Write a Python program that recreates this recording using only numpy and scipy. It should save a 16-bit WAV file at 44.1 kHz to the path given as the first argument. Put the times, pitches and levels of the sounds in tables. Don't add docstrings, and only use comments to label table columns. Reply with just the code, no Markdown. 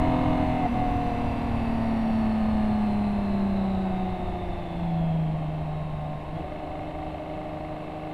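import sys
import numpy as np
from scipy import signal
from scipy.fft import rfft, irfft, next_fast_len
from scipy.io import wavfile

SR = 44100
rng = np.random.default_rng(int(sys.argv[2]) if len(sys.argv) > 2 else 0)


def store_wav(level_fs):
    pcm = np.round(np.clip(np.atleast_2d(level_fs), -1, 1) * 32767)
    wavfile.write(sys.argv[1], SR, pcm.T.astype(np.int16))


N = 358533
STEP = 32
T = np.arange(N) / SR
SLOW_T = np.arange(N // STEP + 2) * STEP / SR
SHAKE_DB, SHAKE_DB_PER_DOUBLING = -2, 16.9

# t/s, opening (0 shut, 1 open)
THROTTLE = [(0, 0.97), (.58, 0.69), (.66, 0.098), (6.16, 0.11), (6.22, 0.19), (6.37, 0.16), (6.42, 0.58),
            (8.13, 0.53)]


def from_db(db):
    return 10 ** (np.asarray(db) / 20)


def rms_one(x):
    return x / np.sqrt(np.mean(x ** 2) + 1e-20)


def in_time(rows, t=T):
    times, *columns = np.transpose(rows)
    return [np.interp(t, times, column) for column in columns]


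def at_hz(points, hz):
    f, db = np.transpose(points)
    return np.interp(np.log(np.maximum(hz, 1)), np.log(f), db)


def smooth_up(slow):
    return np.interp(T, SLOW_T, slow)


def bell(t, centre, half_width):
    return np.exp(-((t - centre) / half_width) ** 2)


def drift(hz):
    r = np.exp(-2 * np.pi * hz * STEP / SR)
    noise = rng.standard_normal(2 * len(SLOW_T))
    return rms_one(signal.lfilter([1], [1, -2 * r, r * r], noise)[len(SLOW_T):])


def coloured(x, spectrum):
    size = next_fast_len(N)
    hz = np.arange(size // 2 + 1) * SR / size
    gain = from_db(at_hz(spectrum, hz)) / np.maximum(hz / spectrum[-1][0], 1) ** 2
    return rms_one(irfft(rfft(x, size) * gain, size)[:N])


def resonance(x, hz, width):
    r = np.exp(-np.pi * width / SR)
    feedback = [1, -2 * r * np.cos(2 * np.pi * hz / SR), r * r]
    return signal.lfilter(np.array([1, 0, -1]) * (1 - r * r) / 2, feedback, x + 1e-18)


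def ring(force, modes):
    return sum((-1) ** k * from_db(db) * resonance(force, hz, width)
               for k, (hz, width, db) in enumerate(modes))


def lash(t):
    # t/s, half length/s, change of firing rate/Hz, change of rattle level/dB
    slack = [(0.688, .04, -6.5, -1), (6.382, .038, 6, 15), (6.447, .025, -2.5, 0)]
    return sum(np.outer(changes, bell(t, s, length)) for s, length, *changes in slack)


def barks(t):
    # t/s, half length/s, boom change/dB, overtone change/dB
    transients = [(0.655, 0.028, 2, 6), (0.712, 0.022, 9, -14), (0.79, 0.032, -3, 1), (6.383, 0.012, -6, 3)]
    return sum(np.outer(changes, bell(t, s, length)) for s, length, *changes in transients)


def speed(t):
    # t/s, firing rate/Hz
    rates = [(0, 128.6), (.56, 125.6), (.88, 121.7), (1.8, 113.65), (2.7, 106.8), (3.9, 94.25), (4.4, 90.0),
             (5.36, 78.15), (6.1, 75.5), (6.5, 76.9), (8.13, 77.65)]
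    return in_time(rates, t)[0] + lash(t)[0]


def by_speed(rate, db, per_doubling):
    return db + per_doubling * np.log2(rate / 100)


def cycle(firings):
    return np.cos(2 * np.pi * firings / 3)


def partial(firings, order, level_db, flutter_db, wander_rad):
    gain = np.sqrt(2) * from_db(level_db + flutter_db * drift(8.9))
    phase = 2 * np.pi * (order * firings + rng.random()) + smooth_up(wander_rad * drift(6.7))
    return smooth_up(gain) * np.sin(phase)


def wind(lump_db=0.7, gust_s=0.014, gust_hz=34, gust_width_hz=40):
    # t/s, level/dB
    levels = [(0, -28), (1.2, -29.5), (2, -32), (2.8, -33), (3.6, -33.5), (4.5, -34.5), (6, -36.5),
              (8.13, -44.5)]
    # f/Hz, relative level/dB
    spectrum = [(12, 1), (28, -1), (50, -3), (80, 0), (120, -9), (200, -9), (330, -22.5), (600, -22),
                (1500, -61)]
    # t/s, level/dB
    gusts = [(.09, -24), (4.33, -31), (4.501, -25.5)]
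    steady = coloured(rng.standard_normal(N) * smooth_up(from_db(lump_db * drift(3.3))), spectrum)
    buffets = smooth_up(sum(from_db(db) * bell(SLOW_T, s, gust_s) for s, db in gusts))
    deep = resonance(rng.standard_normal(N), gust_hz, gust_width_hz)
    deep = rms_one(resonance(deep, gust_hz, gust_width_hz))
    return from_db(in_time(levels)[0]) * steady + buffets * deep


def hiss(rate):
    # f/Hz, relative level/dB
    spectrum = [(2000, -7.5), (5000, 5.5), (6200, -4), (8000, -0.5), (10200, -4.5), (11200, -7),
                (13300, -10.5), (14200, -3), (15000, -11)]
    return from_db(by_speed(rate, db=-66, per_doubling=9.3)) * coloured(rng.standard_normal(N), spectrum)


def clatter(firings, rate, throttle, throttle_db=2.0, throb=0.035):
    # f/Hz, relative level/dB
    spectrum = [(80, -15.5), (200, -4.5), (320, -0.5), (460, -8), (640, -3), (780, 0.5), (920, -4.5),
                (1150, -11.5), (1400, -17), (2100, -16), (2750, -18), (3300, -22.5), (4300, -24.5),
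                (5400, -42.5)]
    level_db = by_speed(rate, db=-41, per_doubling=8.3) + throttle_db * throttle
    return from_db(level_db) * coloured(rng.standard_normal(N) * (1 + throb * cycle(firings)), spectrum)


def rattle(firings, db=-52, throttle_db=-0.5, steady=0.34, burst_firings=0.31):
    # f/Hz, bandwidth/Hz, relative level/dB
    modes = [(616, 17, 3.5), (707, 34, -3.5), (754, 9.1, -1.5), (2190, 130, -8)]
    (throttle,), (_, lash_db) = in_time(THROTTLE, SLOW_T), lash(SLOW_T)
    gain = smooth_up(from_db(db + throttle_db * throttle + lash_db))
    chatter = rng.standard_normal(N) * (steady + np.exp(-(firings % 1) / burst_firings))
    return gain * rms_one(resonance(ring(chatter, modes), hz=715, width=120))


def whine(firings, overrun_db=2.8, throttle_db=-13.5, buzz_depth=0.22, flutter_depth=0.22):
    # order, relative peak level/dB, f/Hz, bandwidth/Hz
    tones = [(11.333, -55, 1190, 200), (13.333, -59, 1230, 130), (14, -54.5, 1075, 60),
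             (22.667, -62, 2650, 130), (38, -72, 3800, 1100), (38.67, -71, 4000, 700),
             (39.33, -65, 4050, 500), (39.33, -71, 4500, 400), (40, -58.5, 3370, 340), (40, -60, 3760, 400),
             (40, -61.5, 4330, 500), (40.67, -69, 4050, 500), (40.67, -68, 4580, 300),
             (42.67, -69, 4150, 300), (41.33, -65, 4080, 340), (41.33, -72, 3260, 240),
             (42, -66, 3550, 400), (42, -71.5, 4550, 700), (48.1, -82, 5480, 300), (49.47, -70, 4130, 320),
             (49.47, -68.5, 3760, 170), (49.47, -76, 4660, 160), (49.47, -73.5, 5520, 170),
             (49.47, -74, 5920, 200), (49.47, -67, 6300, 160), (80, -77, 8850, 1200), (99, -82, 10250, 700),
             (99, -82, 11200, 260), (99, -81, 12000, 280)]
    rate, (throttle,) = speed(SLOW_T), in_time(THROTTLE, SLOW_T)
    load_db = overrun_db + throttle_db * throttle
    out = np.zeros(N)
    for order, db, hz, width in tones:
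        off_peak_db = 10 * np.log10(1 + (2 * (order * rate - hz) / width) ** 4)
        out += partial(firings, order, db - off_peak_db + load_db, flutter_db=0.8, wander_rad=0.45)
    buzz = np.cos(2 * np.pi * firings) + cycle(2 * firings) + cycle(firings - 1)
    return out * (1 + buzz_depth * buzz + smooth_up(flutter_depth * drift(120)))


def impacts(firings, modes, top_hz, cylinder_db, scatter_db, grit, grit_s, lag_firings=0.4):
    count = np.floor(firings - lag_firings).astype(int)
    onsets = np.flatnonzero(np.diff(count))
    cylinder = count[onsets + 1] % len(cylinder_db)
    taps = np.zeros(N)
    taps[onsets] = from_db(np.array(cylinder_db)[cylinder] + scatter_db * rng.standard_normal(len(onsets)))
    tails = signal.lfilter([1], [1, -np.exp(-1 / (grit_s * SR))], taps) * rng.standard_normal(N)
    lowpass = signal.butter(4, top_hz, fs=SR, output="sos")
    force = signal.sosfilt(lowpass, rms_one(taps) + grit * rms_one(tails))
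    return rms_one(ring(force, modes))


def valves(firings, rate, throttle, throttle_db=5):
    # f/Hz, bandwidth/Hz, relative level/dB
    modes = [(1813, 71, -6), (2440, 110, -6.5), (2643, 100, 1.5), (2926, 97, 1.5), (3040, 150, -4),
             (3370, 110, -7.5), (3610, 160, -7), (4130, 270, -11)]
    ticks = impacts(firings, modes, top_hz=4400, cylinder_db=[0, -1, -3], scatter_db=1.0,
                    grit=0.6, grit_s=0.004)
    return from_db(by_speed(rate, db=-61, per_doubling=7.1) + throttle_db * throttle) * ticks


def knocks(firings, throttle, db=-57.5, throttle_db=14.5):
    # f/Hz, bandwidth/Hz, relative level/dB
    modes = [(342, 55, -1.5), (620, 110, 2.5), (710, 80, -4), (1052, 180, 0), (1205, 127, 0),
             (1640, 73, -16.5), (2200, 270, -7.5), (2710, 55, -11), (2910, 280, -14.5)]
    taps = impacts(firings, modes, top_hz=2930, cylinder_db=[0, -13, -15], scatter_db=1.2,
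                   grit=0.25, grit_s=0.003)
    return from_db(db + throttle_db * throttle) * taps


def rasp(firings, rate, throttle, db=-41, throttle_db=1, firing_db=3.0, jitter=0.003):
    # f/Hz, relative level/dB
    spectrum = [(100, -1.5), (330, 3.5), (450, -8), (620, -0.5), (900, -5), (1070, 0.5), (1300, -11),
                (1600, -6.5), (2150, -10), (2700, -10), (3200, -18), (4200, -22), (5200, -40)]
    harmonic, size = np.arange(168), 4096
    strength = from_db(firing_db * (harmonic % 3 == 0)) * (harmonic > 0)
    place = (firings + smooth_up(jitter * drift(12))) / 3 % 1
    blend = smooth_up(drift(1.11))
    shapes = [irfft(strength * np.exp(2j * np.pi * rng.random(len(harmonic))), size) for _ in range(2)]
    one, other = (np.interp(place, np.arange(size) / size, shape) for shape in shapes)
    chug = 1 + (0.04 + 0.18 * throttle) * cycle(firings - .5)
    level_db = db + throttle_db * throttle + by_speed(rate, SHAKE_DB, SHAKE_DB_PER_DOUBLING)
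    return from_db(level_db) * coloured((np.cos(blend) * one + np.sin(blend) * other) * chug, spectrum)


def vibration(firings, throb=0.011, throttle_throb=0.023):
    # order, relative level/dB on throttle, relative level/dB on the overrun
    orders = [(1, -43.5, -45.5), (1.34, -42.5, -50), (2.328, -48, -47.5), (3.671, -49.5, -54.5),
              (5.017, -43, -59), (5.645, -46, -52.5), (6.256, -46.5, -56.5), (6.62, -50, -53),
              (6.94, -54, -46.5), (7.35, -31.5, -65.5), (7.63, -41, -54.5), (7.836, -35, -49.5),
              (7.99, -39.5, -43.5), (8.333, -34, -61.5), (8.88, -69, -40.5), (9.08, -41, -50),
              (9.54, -40, -64.5), (9.83, -42.5, -48.5), (9.87, -34.5, -46.5), (10.62, -54.5, -42.5),
              (11.41, -63.5, -41), (12.08, -47, -40.5), (13.28, -51, -47.5), (14.0, -42, -53.5),
              (16.0, -60, -40.5), (16.77, -47, -58.5), (17.0, -49.5, -43.5), (20.0, -51.5, -49),
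              (22.64, -44, -47.5)]
    # f/Hz, gain/dB
    response = [(60, -3.5), (150, 5), (230, 3), (300, 11.5), (370, 10.5), (450, -9), (530, -1.5), (620, 5),
                (675, 4), (740, 8.5), (785, -4), (840, -2.5), (930, -7), (1000, -16), (1080, -14),
                (1220, -22), (1350, -24), (1750, -20.5), (2100, -13), (3000, -24)]
    rate, (throttle,) = speed(SLOW_T), in_time(THROTTLE, SLOW_T)
    shake_db = by_speed(rate, SHAKE_DB, SHAKE_DB_PER_DOUBLING) + barks(SLOW_T)[1]
    out = np.zeros(N)
    for order, on_db, off_db in orders:
        locked = abs(3 * order - round(3 * order)) < .1
        db = shake_db + off_db + (on_db - off_db) * throttle + at_hz(response, order * rate)
        out += partial(firings, order, db, flutter_db=1.5, wander_rad=0.19 if locked else 0.22)
    return out * (1 + smooth_up(throb + throttle_throb * throttle) * cycle(firings))


def sag(at_s=0.765, half_s=0.045, db=-31.5, centre_hz=214, octaves_per_s=2.8):
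    hz = centre_hz * 2 ** (-octaves_per_s * (T - at_s))
    return np.sqrt(2) * from_db(db) * bell(T, at_s, half_s) * np.sin(2 * np.pi * np.cumsum(hz) / SR)


def pipes(firings, cracked_open=0.082, opening_span=0.14, floor_db=-62, sixth_db=-8.5):
    # f/Hz, bandwidth/Hz, level/dB on throttle, level/dB on the overrun
    modes = [(153, 8.2, -52, -29.5), (162.75, 9, -36, -22), (194.5, 12.4, -34.5, -24.5),
             (215.5, 19.5, -33.5, -22.5), (258.3, 23, -30, -32.5), (312.7, 9.2, -40.5, -49.5),
             (369.6, 58, -35.5, -43), (480, 22, -38, -45.5), (510, 5.1, -38.5, -65), (684, 170, -36.5, -33),
             (740.2, 35.6, -24.5, -21), (810, 7.4, -40, -34)]
    rate, (throttle,) = speed(SLOW_T), in_time(THROTTLE, SLOW_T)
    boom_db, overtone_db = barks(SLOW_T)
    breathing = np.clip((throttle - cracked_open) / opening_span, 0, 1)
    out = np.zeros(N)
    for order, offset_db in ((2, boom_db), (4, 0), (6, overtone_db + sixth_db)):
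        power = from_db(floor_db) ** 2
        for hz, width, on_db, off_db in modes:
            detuning = (order * rate - hz) / (.65 * width)
            peak = from_db(off_db + (on_db - off_db) * breathing)
            power = power + peak ** 2 / (1 + detuning ** 2 + detuning ** 6)
        out += partial(firings, order, 10 * np.log10(power) + offset_db, flutter_db=0.4, wander_rad=0.23)
    return out


def scene():
    rate, (throttle,) = speed(T), in_time(THROTTLE)
    firings = np.cumsum(rate) / SR
    tapping = knocks(firings, throttle) + valves(firings, rate, throttle)
    engine = pipes(firings) + sag() + vibration(firings) + rasp(firings, rate, throttle)
    gearbox = whine(firings) + rattle(firings)
    rush = clatter(firings, rate, throttle) + hiss(rate) + wind()
    return (tapping + engine + gearbox + rush)[None]


def record(dry, cutoff_hz=14750):
    # f/Hz, bandwidth/Hz, gain/dB
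    housing = [(1620, 55, -10), (1780, 53, -1.5), (2138, 87, 5.5), (2300, 940, -3.5), (2633, 62, 5.5),
               (3180, 220, -2.5), (3400, 90, -3), (3680, 170, 1.5), (3863, 110, -5.5), (4120, 140, 1),
               (4420, 450, -5.5), (4560, 130, -0.5), (5030, 360, -6), (6140, 290, -2.5), (8060, 270, 0.5),
               (10250, 450, 3), (10850, 350, -4)]
    for hz, width, db in housing:
        dry = dry + (from_db(db) - 1) * resonance(dry, hz, width)
    return signal.sosfilt(signal.ellip(10, .1, 80, cutoff_hz, fs=SR, output="sos"), dry)


dry = scene()
out = record(dry)
store_wav(out)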